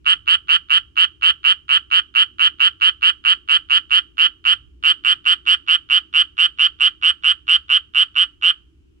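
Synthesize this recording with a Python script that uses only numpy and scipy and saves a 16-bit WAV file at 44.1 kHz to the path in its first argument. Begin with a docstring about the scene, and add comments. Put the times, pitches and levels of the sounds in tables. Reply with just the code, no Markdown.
"""Yard shrub at dusk: a tree frog calls close by, to the right of a hand-held two-port microphone.
Each note is a quickening run of short throat pulses, summed from enveloped sines, one per vocal mode.
Discrete echoes and decaying noise tails stand for ground, leaves and yard.
Shaped noise gives the far rumble, faint chorus and low hum; the loudest pulses hit the limiter."""
import sys
import numpy as np
from scipy import signal
from scipy.fft import rfft, irfft
from scipy.io import wavfile
from scipy.ndimage import uniform_filter1d, minimum_filter1d

SR = 44100
rng = np.random.default_rng(int(sys.argv[2]) if len(sys.argv) > 2 else 0)


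def unload_audio(sound):
    """Save the sound as a 16-bit wav file, at the path given as the first command line argument."""
    columns = np.transpose(np.atleast_2d(sound))
    # keep every value between -1 and 1, then stretch to whole-number steps
    steps = np.round(np.clip(columns, -1, 1) * 32767)
    wavfile.write(sys.argv[1], SR, steps.astype(np.int16))


N = 396900


def undb(db):
    """Amplitude gain of a level in dB."""
    return 10 ** (np.asarray(db) / 20)


def along(table, x, log=False):
    """Interpolate every column after the first at x, on a linear or log axis."""
    first, *columns = np.transpose(table)
    if log:
        first, x = np.log(first), np.log(x)
    return [np.interp(x, first, column) for column in columns]


def shaped_noise(spectrum_gain, likeness):
    """Stereo noise of joint rms 1; the mid/side balance sets left-right correlation per frequency."""
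    mid = rfft(rng.standard_normal(N)) * spectrum_gain * np.sqrt(1 + likeness)
    side = rfft(rng.standard_normal(N)) * spectrum_gain * np.sqrt(1 - likeness)
    pair = irfft(np.array([mid + side, mid - side]), N)
    return pair / np.sqrt(np.mean(pair ** 2))


# background spectrum: (frequency [Hz], relative density [dB per Hz])
DUSK_SPECTRUM = [(18, -14), (70, 2), (130, -10), (230, -16.5), (320, -9.5), (420, -19), (540, -40),
                 (1350, -32), (2000, -39), (2950, -27), (3700, -41.5), (5400, -42.5), (6800, -43.5),
                 (16000, -57.5)]
# left-right correlation: (frequency [Hz], likeness [-1 to 1])
LIKENESS = [(60, .76), (125, .72), (250, .35), (500, -.3), (2000, -.4), (4500, 0)]
# hum bands: (centre [Hz], width [Hz], rms level before swell [dB])
HUM_BANDS = [(61.5, 12, -58.5), (318, 87, -64)]
# far rumble, only departures from each mean count: (time [s], bass level [dB], low-middle level [dB])
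RUMBLE_SWELL = [(0.0, -60.5, -63), (0.02, -53.5, -65), (1.73, -58, -66), (2.58, -58.5, -59.5),
                (2.68, -57, -64.5), (4.36, -58, -63), (4.66, -50.5, -66.5), (4.81, -57.5, -60.5),
                (8.4, -57.5, -68), (9.0, -57.5, -63)]
DUSK_RMS_DB = -57  # before swell
SPLIT_HZ, RUMBLE_TOP_HZ = 190, 520


def dusk():
    """Far rumble and chorus plus two narrow noise hums; bass and low middle swell apart."""
    hz = np.maximum(np.fft.rfftfreq(N, 1 / SR), 1)
    likeness = along(LIKENESS, hz, log=True)[0]
    spectrum_db = along(DUSK_SPECTRUM, hz, log=True)[0]
    floor = undb(DUSK_RMS_DB) * shaped_noise(undb(spectrum_db), likeness)
    for centre_hz, width_hz, rms_db in HUM_BANDS:
        resonance = 1 / (1 + (2 * (hz - centre_hz) / width_hz) ** 2)
        floor += undb(rms_db) * shaped_noise(resonance, likeness)

    spectrum = rfft(floor)
    bass = irfft(spectrum / (1 + (hz / SPLIT_HZ) ** 6), N)
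    rumble = irfft(spectrum / (1 + (hz / RUMBLE_TOP_HZ) ** 6), N)
    bass_db, middle_db = along(RUMBLE_SWELL, np.arange(N) / SR)
    swollen_bass = bass * undb(bass_db - bass_db.mean())
    swollen_middle = (rumble - bass) * undb(middle_db - middle_db.mean())
    return swollen_bass + swollen_middle + floor - rumble


# near echoes re direct sound: (delay [ms], left level [dB], right level [dB])
NEAR_ECHOES = [(1.1, -13, -24), (2.2, -10, -19), (3.1, -12, -20), (4, -14, -14), (6.5, -21, -23),
               (11, -27, -27)]
# scatter from shrub, yard and beyond: (level before low-pass [dB], t60 [s], low-pass corner [Hz])
SCATTER_TAILS = [(-15, 0.092, 19000), (-26.5, 0.32, 8200), (-44, 0.63, 2300)]


def garden(dry, onset_ms=2.0):
    """Convolve with near echoes and noise tails of staged decay: far scatter lasts longer, duller."""
    t = np.arange(SR) / SR
    response = np.zeros((2, SR))
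    response[:, 0] = 1
    for delay_ms, left_db, right_db in NEAR_ECHOES:
        response[:, int(delay_ms * SR / 1000)] += undb([left_db, right_db])
    fade_in = np.clip(1000 * t / onset_ms - 1, 0, 1)  # silent for onset_ms, then ramps for onset_ms
    for level_db, t60_s, top_hz in SCATTER_TAILS:
        tail = rng.standard_normal((2, SR)) * undb(-60 * t / t60_s) * fade_in
        tail *= undb(level_db) / np.sqrt(np.sum(tail ** 2, axis=1, keepdims=True))
        response += signal.lfilter(*signal.butter(1, top_hz, fs=SR), tail)
    return signal.fftconvolve(dry, response, axes=1)[:, :N]


# notes: (third pulse time [s], pulse count setting the final fade [pulses],
#         note level [dB], second pulse effort [dB])
FROG_NOTES = [(0.0627, 15.6, -1.1, -22), (0.2763, 16.1, -0.9, -23.4), (0.4905, 15.6, -1, -21.5),
              (0.7037, 16, -0.9, -19.5), (0.9744, 15.6, 0, -15.2), (1.2297, 16.2, 0.2, -13.4),
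              (1.4488, 15.9, -0.1, -15), (1.6994, 15.8, -0.7, -9.5), (1.9204, 15.8, -1, -12.4),
              (2.1581, 15.6, -0.1, -12.7), (2.4019, 16, -0.7, -9), (2.6029, 16.3, -0.1, -21.6),
              (2.8176, 16.1, 0.4, -18.6), (3.0278, 15.7, -0.3, -18.2), (3.2575, 15.7, -0.6, -9.3),
              (3.4943, 15.7, -0.5, -13.1), (3.705, 15.9, -0.8, -16.7), (3.9139, 16.3, -0.6, -16),
              (4.1883, 16.3, -0.2, -11.3), (4.4593, 15.9, -1.2, -9.7), (4.8448, 15.5, -0.1, -9.6),
              (5.0559, 15.9, -1.8, -6.7), (5.2608, 16, -1.4, -17.1), (5.4714, 15.9, -1, -16),
              (5.6829, 16, -1.5, -17.3), (5.9068, 16.1, -1.5, -11.1), (6.146, 15.8, -0.8, -11.2),
              (6.3868, 16, -1.4, -10.8), (6.5934, 15.7, -0.8, -17.8), (6.8061, 15.8, -0.8, -19.3),
              (7.032, 15.7, -1, -12.7), (7.2428, 16.3, -1.6, -16.7), (7.4867, 16.1, -0.3, -13.3),
              (7.7001, 15.7, -0.5, -17.4), (7.9552, 16.2, -0.9, -11.7), (8.1614, 16, -1.3, -19.6),
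              (8.4309, 16.5, -1, -12.3)]
# faint first pulse: gap to second, level re second, pitch factor
TICK_GAP_MS, TICK_DB, TICK_PITCH = 10.2, -20, 1.03
# second-to-third gap, longer after a stronger second pulse
LEAD_MS, LEAD_MS_PER_DB = 8.5, .045
# later gaps: base, shortening per pulse, extra at start and its decay in pulses
GAP_MS, QUICKEN_MS, SLOW_START_MS, SLOW_START_PULSES = 6.11, .09, .92, 2.1
PACE_SPREAD = .005  # sd of the gap factor per note
# effort arch: peak, its pulse, dB per pulse squared, soft-start depth and its decay in pulses
PEAK_DB, PEAK_PULSE, ARCH_DB, SOFT_START_DB, SOFT_START_PULSES = 1.3, 5.8, .05, -5.5, 1.5
# tightening sac: pitch factor at third pulse, rise, pulses to rise, curve exponent
START_PITCH, RISE, RISE_PULSES, RISE_BEND = .984, .09, 5.0, 1.1
FADE_DB = 4.5  # times pulses squared at the note end


def pulses(jitter_ms=.04, scatter_db=.5, waver=.003):
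    """Time, level, effort and pitch per pulse: gaps shorten, effort arches, the sac tightens."""
    k = np.arange(18)  # from the third pulse on
    gap_ms = GAP_MS - QUICKEN_MS * k + SLOW_START_MS * np.exp(-k / SLOW_START_PULSES)
    arch_db = PEAK_DB - ARCH_DB * (k - PEAK_PULSE) ** 2
    arch_db += SOFT_START_DB * np.exp(-k / SOFT_START_PULSES)
    rising_pitch = START_PITCH + RISE * (1 - np.exp(-(k / RISE_PULSES) ** RISE_BEND))
    pitch = np.r_[TICK_PITCH, 1, rising_pitch]
    number = np.arange(len(pitch))
    rows = []
    for third_s, count, level_db, second_db in FROG_NOTES:
        time_draw, effort_draw, pitch_draw = rng.standard_normal((3, len(number)))
        lead_ms = LEAD_MS + LEAD_MS_PER_DB * second_db
        pace = 1 + PACE_SPREAD * rng.standard_normal()
        gaps_ms = np.r_[TICK_GAP_MS, lead_ms, gap_ms * pace]
        from_third_ms = np.cumsum(gaps_ms) - gaps_ms - TICK_GAP_MS - lead_ms
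        at_s = third_s + (from_third_ms + jitter_ms * time_draw) / 1000
        effort_db = np.r_[second_db + TICK_DB, second_db, arch_db] + scatter_db * effort_draw
        # air runs out: last pulses shrink ever faster
        fade_db = FADE_DB * np.clip(number - count + 1.9, 0, None) ** 2
        levels_db = np.full(len(number), level_db)
        rows += zip(at_s, levels_db, effort_db - fade_db, pitch + waver * pitch_draw)
    return np.transpose(rows)


# sac and throat modes, all three tables: (frequency before pitch factor [Hz], relative level [dB],
#   envelope peak [ms], rise [ms], fall [ms], growth with effort [dB/dB], left phase [rad])
LOW_MODES = [(811, -18, 1.5, 4.5, 4.1, 0.8, -0.32), (1296, 6.5, 2.31, 1.815, 1.184, 0.79, -0.13),
             (1468.6, 4.5, 2.25, 1.22, 0.98, 0.98, 0.063), (1740.4, -3, 2.58, 0.81, 1.7, 1, 0.59),
             (2341, -4.5, 2.2, 3.1, 3.4, 0.86, 0.6)]
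SAC_MODE = [(2865, 0.1, 1.9, 1.35, 1.7, 1.01, 0.01)]
OVERTONE_MODES = [(3272, -20, 0.73, 3.3, 1.84, 0.51, 0.075), (4137, -35, 2.3, 1.4, 2.5, 0.58, .1),
                  (4320, -29, 1.7, 2.4, .9, 2.8, 0.2), (5090, -43.5, 1.5, 0.81, 1.5, 0.91, 0.14),
                  (6090, -44, 1.3, 0.98, 0.55, 0.71, 0.17), (6900, -43.5, 1.3, 0.47, 0.82, 0.71, .1),
                  (7770, -32.5, 3.07, .6, 0.52, 1.3, 0.29), (8520, -39, 1.3, 0.36, 0.4, 1.7, 0.27),
                  (10080, -52.5, 1.8, 1, 1.1, 1.5, .1), (11820, -62.5, 2.1, .8, .8, 1.7, .1),
                  (14200, -70, 2.1, .6, .6, 1.5, .1)]
# slow hand turn: (time [s], left lag [ms], left gain [dB], both-port gain [dB])
HAND_TURN = [(0, .46, 0, .3), (3, .45, 0, .3), (4.5, .415, 0, 0), (6, .375, .7, -.4), (9, .345, 2, -1.3)]
# casing shades left port: (frequency [Hz], left minus right [dB])
CASING_SHADE = [(780, -5), (1200, -.8), (2000, -2.5), (2900, -6.8), (4300, -4), (6000, -4.5), (8300, -10),
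                (12000, -5)]
# beamed overtones: (time [s], gain [dB])
OVERTONE_AIM = [(0, -1.5), (2.5, -2.5), (3.6, -0.8), (4.3, -0.9), (5.2, 1), (6.2, .4), (9, -1)]
LOW_DB, LOW_FULL_DB = -20.5, -8  # low voice: same level every note; no growth above this effort
LOW_TURN = .75  # share of lag change felt by long waves bending round the casing
LOW_LEFT = -1.1  # low voice left gain, dB per dB of HAND_TURN left gain
BODY_HZ, ONSET_MS = 811, 0.3  # small-body high-pass; opening time of the cords


def pulse_envelope(ms, peak_ms, rise_ms, fall_ms):
    """Cords open abruptly, then the mode swells and dies with unequal Gaussian flanks."""
    opening = np.sin(np.pi / 2 * np.clip(ms / ONSET_MS, 0, 1)) ** 2
    width_ms = np.where(ms < peak_ms, rise_ms, fall_ms)
    return opening * np.exp(-((ms - peak_ms) / width_ms) ** 2)


def frog(loose_rad=.14, flutter_db=.45):
    """Each pulse rings every sac and throat mode; the left port hears it later and shaded."""
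    at_s, level_db, effort_db, pitch = (column[:, None] for column in pulses())
    lag_ms, left_db, both_db = along(HAND_TURN, at_s)
    aim_db = along(OVERTONE_AIM, at_s)[0]
    out = np.zeros((2, N + 1000))
    place = np.floor(at_s * SR).astype(int) + np.arange(400)
    since_pulse_ms = (place - at_s * SR) * 1000 / SR

    low_effort_db = np.minimum(effort_db - LOW_FULL_DB, 0)
    start_lag_ms = HAND_TURN[0][1]
    low_lag_ms = start_lag_ms + LOW_TURN * (lag_ms - start_lag_ms)
    voices = (
        (LOW_MODES, LOW_DB, low_effort_db, low_lag_ms, LOW_LEFT * left_db),
        (SAC_MODE, level_db, effort_db, lag_ms, left_db),
        (OVERTONE_MODES, level_db + aim_db, effort_db, lag_ms, left_db),
    )
    sac_hz = SAC_MODE[0][0]
    for modes, voice_db, push_db, left_lag_ms, port_db in voices:
        for hz, mode_db, peak_ms, rise_ms, fall_ms, growth, left_rad in modes:
            # modes further above the sac tone repeat less from pulse to pulse
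            spread = 1 + max(hz - sac_hz, 0) / 600
            level_draw, phase_draw, left_draw = rng.standard_normal((3, len(at_s), 1)) * spread
            size_db = mode_db + voice_db + both_db + growth * push_db + flutter_db * level_draw
            shade_db = along(CASING_SHADE, hz, log=True)[0] + port_db
            left = (left_lag_ms, shade_db, left_rad + loose_rad * left_draw / 2)
            right = (0, 0, 0)
            for side, (port_lag_ms, side_db, shift_rad) in enumerate((left, right)):
                ms = since_pulse_ms - port_lag_ms
                phase = 2 * np.pi * hz * pitch * ms / 1000 + loose_rad * phase_draw + shift_rad
                wave = pulse_envelope(ms, peak_ms, rise_ms, fall_ms) * np.sin(phase)
                wave = undb(size_db + side_db) * wave
                out[side] += np.bincount(place.ravel(), wave.ravel(), N + 1000)
    body = signal.butter(6, BODY_HZ, "high", fs=SR, output="sos")
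    return signal.sosfilt(body, out[:, :N])


def scene():
    """Evening floor plus the frog in its garden."""
    return dusk() + garden(frog())


CEILING, HOLD_MS = .96, 1.2  # full-scale fraction before the top cut; look-ahead
TOP_HZ = 15800


def record(dry):
    """Look-ahead limiter holds each channel under the ceiling; an elliptic low-pass cuts the top."""
    hold = int(HOLD_MS * SR / 1000)
    needed_gain = CEILING / np.maximum(np.abs(dry), CEILING)
    held_gain = minimum_filter1d(needed_gain, 2 * hold + 1)
    gain = uniform_filter1d(uniform_filter1d(held_gain, hold), hold)
    top_cut = signal.ellip(8, .2, 70, TOP_HZ, fs=SR, output="sos")
    return signal.sosfilt(top_cut, gain * dry)


dry = scene()
out = record(dry)
unload_audio(out)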